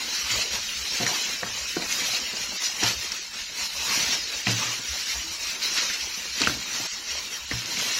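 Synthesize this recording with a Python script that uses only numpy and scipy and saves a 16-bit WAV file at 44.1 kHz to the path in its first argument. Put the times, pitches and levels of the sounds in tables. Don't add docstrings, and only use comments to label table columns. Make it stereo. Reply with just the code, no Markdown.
import sys
import numpy as np
from scipy import signal
from scipy.fft import rfft, irfft, dct, next_fast_len
from scipy.io import wavfile
from scipy.ndimage import uniform_filter1d

SR = 44100
rng = np.random.default_rng(int(sys.argv[2]) if len(sys.argv) > 2 else 0)


def master(y):
    cut = np.clip(np.atleast_2d(y).T, -1, 1)
    pcm = np.round(cut * 32767)
    wavfile.write(sys.argv[1], SR, pcm.astype(np.int16))


def volts_from_db(level):
    exponent = np.asarray(level, float) / 20
    return 10 ** exponent


N = 352359

# start_s, peak_db
THUDS = [(0.028, -58), (0.233, -42), (0.35, -43), (0.512, -40), (0.778, -39), (0.902, -45), (0.991, -46),
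         (1.603, -41), (1.704, -53), (1.854, -50), (2.212, -48), (2.828, -45), (2.953, -40), (3.779, -44),
         (4.052, -44), (4.344, -50), (4.465, -56), (4.887, -37.5), (5.154, -39), (5.426, -49), (5.909, -67),
         (6.014, -45), (6.188, -57), (6.297, -43), (6.46, -42), (6.554, -42), (7.12, -42), (7.414, -47),
         (7.514, -38), (7.736, -57)]
THUD_RISE_S, THUD_FALL_S, THUD_HZ = 0.024, 0.032, 65.3
# freq_hz, density_db_per_hz
RUMBLE_COLOUR = [(12, -34), (20, 3), (65, 6), (86, 5.5), (136, -12), (211, -2), (300, -17), (390, -32),
                 (660, -120)]
RUMBLE_DB = -57.5
ROOM_T60_S, ROOM_CUT_HZ, ROOM_DB = 0.45, 2100, -18.5

# start_s, wall_db, hardness_db, wall_hz
KNOCKS = [(0.31, -35, 6, 263), (0.719, -42, -2, 218), (1.0, -16, -0.5, 197), (1.017, -17, -8, 165),
          (1.03, -21, 3, 249), (1.05, -23, -8, 150), (1.069, -23, 4, 466), (1.111, -29, 4, 363),
          (1.427, -19, 4.5, 504), (1.44, -26, -3, 169), (1.767, -12.5, -3, 347), (1.818, -24, -2, 323),
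          (2.132, -28.5, 8, 236), (2.333, -27.5, 4, 191), (2.488, -30, 1, 200), (2.529, -30, -8, 221),
          (2.782, -34, -12, 183), (2.825, -21, -4, 240), (2.8294, -16.5, -3, 330), (3.191, -38, -12, 340),
          (3.582, -38, -4, 229), (3.901, -26, -4, 192), (3.971, -24.5, -1, 251), (4.029, -34, -3, 200),
          (4.349, -39, -4, 280), (4.4688, -12, -1.5, 215), (4.484, -15.5, -17, 185), (4.791, -30, 2, 260),
          (5.781, -31, -5, 300), (6.174, -32, -2, 217), (6.406, -23, -16, 353), (6.413, -17, -10, 296),
          (6.439, -24, -12, 253), (6.471, -20, -8, 233), (6.496, -23.5, -6, 320), (6.512, -22, -6, 282),
          (6.525, -30, -7, 190), (6.546, -29, -8, 252), (6.588, -37, -15, 228), (6.566, -28, -13, 310),
          (6.799, -31, 6, 302), (7.512, -22, -2, 281), (7.771, -23.5, -6, 235), (7.86, -31, 3, 236)]
# freq_hz, level_db, t60_s
BOWL_MODES = [(183, -9, 0.47), (280, -12, 0.1), (496, -2, 0.013), (712, 4.5, 0.049), (980, -3, 0.025),
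              (1560, -22, 0.014)]
CRACK_DB, CRACK_HZ, CRACK_T60_S = -25, 1270, 0.0026
# start_s, peak_db, fall_s, pitch_hz
BOOMS = [(0.309, -39.5, 0.082, 114), (.565, -46, 0.025, 119), (.65, -50, .08, 226),
         (1.009, -34.5, 0.057, 114), (1.44, -45.5, 0.12, 113), (2.091, -49, 0.047, 121),
         (2.375, -52, .08, 114), (2.836, -28.5, 0.053, 114), (2.98, -46, .04, 110), (3.876, -47, .04, 115),
         (3.957, -45, 0.029, 116), (4.08, -50, 0.094, 204.5), (4.477, -24.5, 0.1, 114.5),
         (4.465, -31, .05, 190.4), (4.54, -39, 0.049, 188), (4.49, -40, 0.06, 287), (4.62, -45, 0.015, 304),
         (4.648, -40, 0.084, 118), (4.783, -51, .05, 119), (5.234, -47, .08, 327), (6.468, -34, 0.034, 120),
         (6.506, -41, 0.08, 117), (6.802, -42.5, 0.038, 116), (7.528, -31, 0.067, 117.3),
         (7.535, -47, .07, 174.4), (2.84, -45, 0.057, 185), (6.49, -45, 0.062, 182),
         (7.642, -47, 0.049, 120), (7.785, -50, 0.034, 116), (7.86, -49, 0.044, 117)]
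BOOM_RISE_S = 0.00793

# start_s, peak_db, pitch_hz, pan_left_minus_right_db, noise_share_db
SNAPS = [(0.31, -27, 4150, -5, -3), (1.065, -10.5, 1950, -2, -6), (1.432, -26, 1787, -27, -21.5),
         (1.431, -22, 970, 0, -16), (1.768, -17, 1480, 0, -15), (1.822, -19, 2470, 5.5, -8),
         (2.3672, -20.5, 5160, 6, -9), (2.62, -19, 5800, -6, -20), (2.8047, -42, 4300, 3, -9),
         (2.8306, -14, 1670, 2.5, -20), (2.844, -20, 1900, 2, -12), (2.835, -6, 5620, -1, -19),
         (3.119, -11.5, 5540, -6, -22), (3.3382, -28, 4760, -6, -3), (3.8472, -27, 5600, 0, -20),
         (4.4696, -14.5, 2650, 15, -16), (4.481, -11, 2650, -1, -13), (5.638, -27, 4400, 6, -3),
         (5.7818, -10, 1990, 2, -19), (4.469, -9.5, 1930, 5, -16), (6.417, -16.5, 1420, -4, -11),
         (6.42, -10, 4040, 0, -14), (6.447, -12, 3140, 2, -14), (6.43, -18, 2000, 4, -7),
         (6.463, -15, 2830, -7, -7), (6.402, -18, 5070, -2, 2), (6.407, -19, 4500, -2, -5),
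         (6.421, -17, 1420, -5, -12), (6.437, -12, 2600, 0, -15), (6.453, -18, 2200, 5, -10),
         (6.4728, -5, 1450, -4, -27), (6.471, -12.5, 2630, -4, -16), (7.5125, -12.5, 1980, -1, -21),
         (7.658, -22, 3900, 6, -1), (7.7715, -17.5, 2270, 6, -15)]
# start_s, peak_db, pitch_hz, pan_left_minus_right_db,
# noise_share_db
MORE_SNAPS = [(6.4168, -14, 6000, -8, 3), (7.5192, -23, 1920, 3, -12), (7.523, -17, 1950, 3, -17),
              (7.52, -24, 1350, 7, -17), (6.496, -15, 1400, -2, -10), (2.2, -21, 6000, 4, -1),
              (1.925, -21, 3500, -1, 2), (7.8, -25.5, 1500, 0, -4), (6.484, -26, 1300, 3, -14),
              (5.9, -17, 1630, 2, -12), (4.504, -15, 2600, 2, -10)]

# peak_s, film_db, fall_s, wetness_re_film_db
SQUEEZES = [(0.005, -28.5, 0.089, -18.5), (0.174, -26, 0.1, -22), (0.351, -26.5, 0.11, -14.5),
            (0.55, -26.5, 0.037, -13.5), (0.684, -31, 0.33, -20.5), (1.068, -26, 0.29, -18),
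            (1.615, -31, 0.17, -20.5), (2.014, -25.5, 0.24, -16.5), (2.407, -30, 0.061, -16.5),
            (2.618, -29.5, 0.16, -17), (2.851, -21.5, 0.06, -13.5), (3.049, -30, 0.16, -20.5),
            (3.394, -32, 0.079, -20.5), (3.611, -27.5, 0.075, -16), (3.956, -24, 0.21, -16),
            (4.344, -29.5, 0.09, -15.5), (4.492, -23, 0.04, -18), (4.618, -25.5, 0.074, -14),
            (4.731, -29, 0.04, -16.5), (4.98, -29.5, 0.3, -20.5), (5.442, -32, 0.16, -17.5),
            (5.65, -28.5, 0.058, -22), (5.781, -26, 0.14, -13.5), (6.044, -31, 0.29, -19.5),
            (6.443, -28, 0.13, -16.5), (6.766, -29, 0.16, -14), (7.136, -30.5, 0.11, -18.5),
            (7.353, -32, 0.065, -23), (7.548, -32.5, 0.1, -13.5), (7.841, -25.5, 0.2, -15)]
RISE_SHARE, REST_DB, WET_REST_DB = 0.65, -40, -50
# peak_s, film_db
CRINKLES = [(.31, -27.5), (.425, -28), (1.917, -25.5), (2.15, -28), (2.66, -28.5), (3.12, -32), (3.94, -26),
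            (4.14, -29.5), (5.12, -33), (5.506, -30.5), (5.785, -18), (5.94, -32), (6.407, -26),
            (6.43, -26.5), (5.64, -27), (7.97, -36)]
CRINKLE_RISE_S, CRINKLE_FALL_S = 0.016, 0.019
# time_s, sheen_re_film_db
TAUTNESS = [(0, -20), (.7, -19.5), (1.1, -19.5), (1.7, -19), (1.93, -17.5), (2.3, -20), (2.75, -18),
            (3.0, -19.5), (3.42, -20.5), (3.75, -16.5), (4.1, -20), (5.0, -19), (5.6, -17.5), (5.948, -21),
            (6.3, -17), (6.45, -19), (6.7, -19), (8, -18)]
HUSHES_S = [.9, 1.24, 2.591, 2.98, 3.3, 3.45, 4.201, 4.45, 5.05, 5.3, 5.37, 5.62, 6.88, 7.47, 7.494]
HUSH_S, HUSH_SHARE = 0.012, 0.72
# centre_s, half_length_s, depth_db
DIPS = [
    (2.588, 0.011, -26),
    (3.5, 0.0076, -1),
    (3.2, 0.017, -18),
    (6.877, 0.0065, -22),
    (7.467, 0.011, -16),
    (4.436, .016, 1),
    (6.9, .022, -18),
    (8.7, 0.016, -3),
    (5.8, 0.019, -11),
]
DIP_FILM_SHARE = 0.077
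SLOP_DB, SLOP_S = -25, 0.072
FLURRY_DB, FLURRY_S = -17.5, 0.011
PAN_DB, SWAY_DB = 0.45, -0.8

# freq_hz, density_db_per_hz
FILM_LEFT = [(700, -19), (1400, -8.5), (2100, 1), (2750, 2), (3480, -2), (4100, 3), (4900, -7), (5800, 1.5),
             (6500, -6.5), (6900, -3), (7600, -8), (8150, -15)]
FILM_RIGHT = [(700, -46), (1400, -5.5), (2100, -2.5), (2750, 0.5), (3480, -1), (4100, 1), (4600, 1),
              (5800, 3), (6500, -1.5), (7000, -4), (7400, -13), (7560, -12), (7850, -16), (8100, -39)]
SHEEN_LEFT = [(7900, -12), (8400, 0), (11300, -2.5), (11800, -3.5), (13200, -2), (14800, -9), (15800, -2)]
SHEEN_RIGHT = [(7900, -16), (8900, -5), (10000, -10.5), (11200, -4), (12400, -14), (13600, -3),
               (15800, -18)]
# freq_hz, density_db_per_hz
SQUELCH_COLOUR = [(76, -18), (130, -15), (236, -3), (377, -5.5), (531, -3.5), (792, -6), (919, -0.5),
                  (2000, -8), (2600, -67), (4400, -120)]
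# freq_hz, share
LIKENESS = [(60, 0.66), (300, 0.77), (640, 0.59), (1400, 0.47), (3000, 0.095), (4300, 0.36), (6000, 0.15),
            (15000, 0.1)]
PORT_LAG_S = -0.000211

# freq_hz, share_of_surrounding_power
GATE_LEFT = [(600, 0), (1500, .15), (2800, .22), (6000, .16), (7300, .36), (8150, 1.1), (8500, .4),
             (13000, .45), (15000, .55)]
GATE_RIGHT = [(600, 0), (1500, .15), (2800, .22), (6000, .16), (7800, .3), (8200, 1.4), (8900, 1.1),
              (9800, .55), (13000, .55), (15000, .65)]
# freq_hz, flicker_db
MOTTLE = [(300, 1.2), (1500, 3.2), (4000, 6.5), (7000, 9), (15000, 11)]
# centre_s, length_s
GAPS = [(0.122, 0.059), (0.615, 0.05), (0.669, 0.012), (0.943, 0.044), (1.012, 0.016), (1.252, 0.045),
        (1.447, 0.038), (1.66, 0.027), (1.83, 0.053), (2.368, 0.047), (2.515, 0.036), (2.59, 0.024),
        (2.736, 0.054), (2.985, 0.028), (3.207, 0.067), (3.325, 0.13), (3.455, 0.07), (4.242, 0.089),
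        (4.437, 0.039), (4.649, 0.037), (5.019, 0.059), (5.197, 0.079), (5.394, 0.059), (5.953, 0.036),
        (6.043, 0.096), (6.974, 0.03), (7.071, 0.05), (7.196, 0.057), (7.47, 0.043), (7.974, 0.042)]
GAP_DB_PER_S, GAP_MAX_DB = 950, 52
HOP, LEAD = 1024, 1361
ATTACK_CREST = 5.2
NOTCH_HZ, NOTCH_WIDTH_HZ, NOTCH_DB = 3485, 90, -6
TOP_HZ, BUSY_SHARE = 15100, .8


def rms_one(x):
    return x / np.sqrt(np.mean(x ** 2) + 1e-20)


def at_hz(points, hz):
    points = np.array(points)
    return np.interp(np.log(hz + 1), np.log(points[:, 0]), points[:, 1])


def drift(rate_hz):
    r = np.exp(-80 * np.pi * rate_hz / SR)
    slow = signal.lfilter([1], [1, -2 * r, r * r], rng.standard_normal(N // 40 + 2002))[2000:]
    return np.interp(np.arange(N) / 40, np.arange(len(slow)), rms_one(slow))


def ring(clicks, hz, t60_s):
    r = volts_from_db(-60 / (t60_s * SR))
    w = 2 * np.pi * hz / SR
    return signal.lfilter([0, np.sin(w)], [1, -2 * r * np.cos(w), r * r], clicks + 1e-18)


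def struck(times_s, levels_db, contact_s):
    clicks = np.zeros(N)
    np.add.at(clicks, (np.asarray(times_s) * SR).astype(int), volts_from_db(levels_db))
    r = np.exp(-1 / (contact_s * SR))
    return signal.lfilter([(1 - r) ** 2], [1, -2 * r, r * r], clicks + 1e-18)


def bell(since_s, rise_s, fall_s):
    return np.exp(-(since_s / np.where(since_s < 0, rise_s, fall_s)) ** 2)


def swells(times_s, levels_db, rise_s, fall_s):
    t = np.arange(0, N, 64) / SR
    power = bell(t[:, None] - times_s, rise_s, fall_s) @ volts_from_db(levels_db) ** 2
    return np.interp(np.arange(N) / SR, t, power)


def hums(rows, rise_s, wobble_db):
    out, t = np.zeros(N + SR), np.arange(SR // 2) / SR
    lead_s = 3 * rise_s
    for s, db, fall_s, hz in rows:
        at = int((s - lead_s) * SR) + SR // 4
        out[at:at + len(t)] += volts_from_db(db) * bell(t - lead_s, rise_s, fall_s) * np.sin(2 * np.pi * hz * t)
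    return out[SR // 4:SR // 4 + N] * volts_from_db(wobble_db * drift(13))


def grains(per_s, spread_db, low_hz, high_hz, cycles, clump_db, patchy_db):
    chance = per_s * volts_from_db(clump_db * drift(14)) / SR
    sizes = volts_from_db(spread_db * np.minimum(rng.exponential(1, (4, N)), 5)) * rng.choice([-1, 1], (4, N))
    clicks = sizes * (rng.random((4, N)) < chance)
    dealt = rng.integers(0, 10, (4, N))
    out = 0
    for k, hz in enumerate(np.geomspace(low_hz, high_hz, 10)):
        out = out + volts_from_db(patchy_db * drift(7.8)) * ring(clicks * (dealt == k), hz, cycles / hz)
    return out


def at_ports(swarms, left, right):
    size = next_fast_len(N)
    hz = np.arange(size // 2 + 1) * SR / size
    spectra = rfft(swarms, size)
    spectra /= np.sqrt(uniform_filter1d(np.mean(abs(spectra) ** 2, axis=0), size=2400))
    common = np.clip(at_hz(LIKENESS, hz), 0, 1)
    late = np.exp(-2j * np.pi * hz * PORT_LAG_S)
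    shared = np.array([spectra[0] + late * spectra[1], spectra[0] + spectra[1]]) / np.sqrt(2)
    mixed = np.sqrt(common) * shared + np.sqrt(1 - common) * spectra[2:]
    band = (hz > left[0][0]) * (hz < left[-1][0])
    colour = volts_from_db(np.array([at_hz(left, hz), at_hz(right, hz)])) * band
    return rms_one(irfft(mixed * colour, size)[:, :N])


def dipping():
    s, half_s, db = np.transpose(DIPS)
    return -swells(s, 10 * np.log10(np.maximum(-db, .1)), half_s, half_s)


def hushing():
    lost = swells(np.array(HUSHES_S), np.zeros(len(HUSHES_S)), HUSH_S, HUSH_S)
    return np.clip(1 - HUSH_SHARE * lost, .02, 1)


def pounding():
    rows = [(s + 0.0243, db, THUD_FALL_S, THUD_HZ * rng.uniform(0.933, 1.07)) for s, db in THUDS]
    blows = hums(rows, THUD_RISE_S, wobble_db=3.0)
    rumble = at_ports(rng.standard_normal((4, N)), RUMBLE_COLOUR, RUMBLE_COLOUR)
    return blows + volts_from_db(RUMBLE_DB + 0.82 * dipping() + 2.9 * drift(9.2)) * rumble


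def kitchen(x):
    size = next_fast_len(N + SR)
    hz = np.arange(size // 2 + 1) * SR / size
    out = np.zeros((2, len(hz)), complex)
    for k, lag_s in enumerate(rng.uniform(0.0061, 0.07, 12)):
        loss = volts_from_db(-60 * lag_s / ROOM_T60_S) / (1 + 1j * hz / ROOM_CUT_HZ)
        loop = loss * np.exp(-2j * np.pi * hz * lag_s)
        out[k % 2] += loop / (1 - loop) * hz / (hz + 300) * (-1) ** (k // 2)
    return irfft(out * rfft(x, size), size)[:, :N]


def booms():
    return hums([(s + 0.01157, *rest) for s, *rest in BOOMS], BOOM_RISE_S, wobble_db=1.0)


def knocks():
    s, wall_db, hard_db, wall_hz = np.transpose(KNOCKS)
    out = np.zeros(N)
    lucks_db = rng.normal(0, 3.0, (len(BOWL_MODES), len(s)))
    for (hz, db, t60_s), luck_db in zip(BOWL_MODES, lucks_db):
        push_db = wall_db + db - 15.5 + luck_db + hard_db * (hz > 450)
        out += ring(struck(s + 0.00295, push_db, .00006), hz, t60_s)
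    out += ring(struck(s + 0.0015, wall_db + hard_db + CRACK_DB, .00008), CRACK_HZ, CRACK_T60_S)
    t = np.arange(3000) / SR
    for k, noise in enumerate(rng.standard_normal((len(s), 3000))):
        note = np.sin(2 * np.pi * wall_hz[k] * t) * t / 0.0048 * np.exp(1 - t / 0.0031)
        slosh = rms_one(ring(noise, 340, 0.0033)) * np.exp(-t / 0.03)
        at = int(s[k] * SR)
        out[at:at + 3000] += (note * volts_from_db(-3.0) + slosh * volts_from_db(-16.5)) * volts_from_db(wall_db[k])
    return signal.sosfilt(signal.butter(2, 140, "high", fs=SR, output="sos"), out)


def snaps():
    out, t = np.zeros((2, N)), np.arange(4000) / SR
    rise = t / 0.00089 * np.exp(1 - t / 0.00088)
    film_top = signal.butter(4, 7300, fs=SR, output="sos")
    for s, db, hz, pan_db, noise_db in SNAPS + MORE_SNAPS:
        noise = rng.standard_normal((2, 4000))
        note = rise * (np.sin(2 * np.pi * hz * t) + 0.21 * np.sin(2 * np.pi * 1.2 * hz * t))
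        hiss = ring(np.diff(noise, prepend=0), 4800, 0.0008)
        bright = rms_one(signal.sosfilt(film_top, hiss))
        tail = rms_one(ring(noise[:, ::-1], hz, 0.007)) * np.exp(-t / 0.009)
        burst = note * volts_from_db(-3.5) + bright * rise * volts_from_db(noise_db) + tail * volts_from_db(-12.5)
        at = int(s * SR)
        out[:, at:at + 4000] += burst * volts_from_db(db + pan_db * np.array([[.5], [-.5]]))
    return out


def squelch():
    s, db, fall_s, wet_db = np.transpose(SQUEEZES)
    knock_s, wall_db, hard_db = np.transpose(KNOCKS)[:3]
    juice = volts_from_db(WET_REST_DB) ** 2 + swells(s, db + wet_db, RISE_SHARE * fall_s, fall_s)
    juice += swells(knock_s + 0.0048, wall_db + hard_db + SLOP_DB, 0.0046, SLOP_S)
    juice *= hushing() * volts_from_db(dipping()) ** 2
    wet = grains(2500, 3.3, 138, 2060, cycles=5.5, clump_db=1.5, patchy_db=4.5)
    return at_ports(wet, SQUELCH_COLOUR, SQUELCH_COLOUR) * np.sqrt(juice) * volts_from_db(2.5)


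def film():
    s, db, fall_s, _ = np.transpose(SQUEEZES)
    snap_s, snap_db = np.transpose(SNAPS)[:2]
    dip_db, hush = dipping(), hushing()
    force = volts_from_db(REST_DB) ** 2 + swells(s, db, RISE_SHARE * fall_s, fall_s)
    force += swells(snap_s, snap_db + FLURRY_DB, 0.0037, FLURRY_S)
    force += swells(*np.transpose(CRINKLES), CRINKLE_RISE_S, CRINKLE_FALL_S)
    force *= volts_from_db(DIP_FILM_SHARE * dip_db + 0.63 * drift(14)) ** 2
    swarms = grains(12000, 1.66, 1360, 7190, cycles=7.15, clump_db=1.0, patchy_db=0.45)
    crackle = at_ports(swarms, FILM_LEFT, FILM_RIGHT) * volts_from_db(1.5)
    sheen_db = np.interp(np.arange(N) / SR, *np.transpose(TAUTNESS)) + 2.0 + 0.7 * drift(16) + 0.51 * dip_db
    sheen = at_ports(rng.standard_normal((4, N)), SHEEN_LEFT, SHEEN_RIGHT) * volts_from_db(sheen_db)
    pan_db = PAN_DB + SWAY_DB * drift(6.8)
    rustle = crackle * hush ** 0.048 + sheen * hush ** 0.32
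    return np.sqrt(force) * rustle * volts_from_db(pan_db * [[.5], [-.5]])


def cell_mean(x, bins, frames):
    return uniform_filter1d(uniform_filter1d(x, size=bins, axis=2), size=frames, axis=1)


def gate(x):
    count, half = (N + LEAD) // HOP + 1, HOP // 2
    window = np.sin(np.pi * (np.arange(2 * HOP) + .5) / (2 * HOP))
    padded = np.pad(x, ((0, 0), (LEAD, (count + 1) * HOP - N - LEAD)))
    frames = padded[:, np.arange(count)[:, None] * HOP + np.arange(2 * HOP)] * window
    a, b, c, d = np.split(frames, 4, axis=2)
    cells = dct(np.concatenate([-c[..., ::-1] - d, a - b[..., ::-1]], axis=2), type=4, norm="ortho")
    hz = (np.arange(HOP) + .5) * SR / (2 * HOP)
    t = ((np.arange(count) + 1) * HOP - LEAD) / SR

    waver = 0.72 * rng.standard_normal(cells.shape) + rng.standard_normal(cells.shape[1:])
    waver = rms_one(cell_mean(waver, 4, 2))
    peak, spread = abs(frames).max(axis=(0, 2)), frames.std(axis=(0, 2))
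    calm = (peak < ATTACK_CREST * spread * np.sqrt(2))[:, None]
    loud_s = np.array([s for s, db, *_ in SNAPS if db > -17])
    calm = calm * (abs(t[:, None] - loud_s).min(axis=1, keepdims=True) > .018)
    cells = cells * volts_from_db(at_hz(MOTTLE, hz) * (np.minimum(waver, 1.3) * calm - .4))

    busy = np.log(np.mean(cells[..., hz > 2000] ** 2, axis=(0, 2))) + rng.normal(0, 1.1, count)
    cells = cells * volts_from_db(NOTCH_DB * np.exp(-((hz - NOTCH_HZ) / NOTCH_WIDTH_HZ) ** 2))
    cells = cells * ~np.outer(busy > np.quantile(busy, BUSY_SHARE), hz > TOP_HZ)

    patch = cell_mean(cells ** 2, 5, 2)
    around = cell_mean(cells ** 2, 61, 3)
    jump_db = np.zeros(count)
    for s, length_s in GAPS:
        jump_db += min(GAP_DB_PER_S * length_s, GAP_MAX_DB) * (abs(t - s) < length_s / 2 + .002)
    reach = (hz > 8100) * .5 + (hz > 400) * (hz < 1200) * .3
    threshold = np.array([at_hz(GATE_LEFT, hz), at_hz(GATE_RIGHT, hz)])[:, None] * around * calm
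    threshold[1] *= volts_from_db(np.outer(jump_db, reach))
    keep = (patch > .8 * threshold) * (cells ** 2 > .07 * threshold)

    kept = dct(cells * keep, type=4, norm="ortho")
    u, v = kept[..., :half], kept[..., half:]
    frames = np.concatenate([v, -v[..., ::-1], -u[..., ::-1], -u], axis=2) * window
    joined = frames[:, 1:, :HOP] + frames[:, :-1, HOP:]
    return joined.reshape(2, -1)[:, LEAD - HOP:LEAD - HOP + N]


def scene():
    hits = knocks() + booms()
    left_hits = np.interp(np.arange(N) - PORT_LAG_S * SR, np.arange(N), hits) * volts_from_db(.3)
    bowl = np.array([left_hits, hits])
    return pounding() + volts_from_db(ROOM_DB) * kitchen(hits) + bowl + snaps() + squelch() + film()


def band_limit(x):
    return signal.sosfilt(signal.butter(12, 15900, fs=SR, output="sos"), x)


def record(dry):
    mix = gate(dry)
    return band_limit(mix)


dry = scene()
out = record(dry)
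master(out)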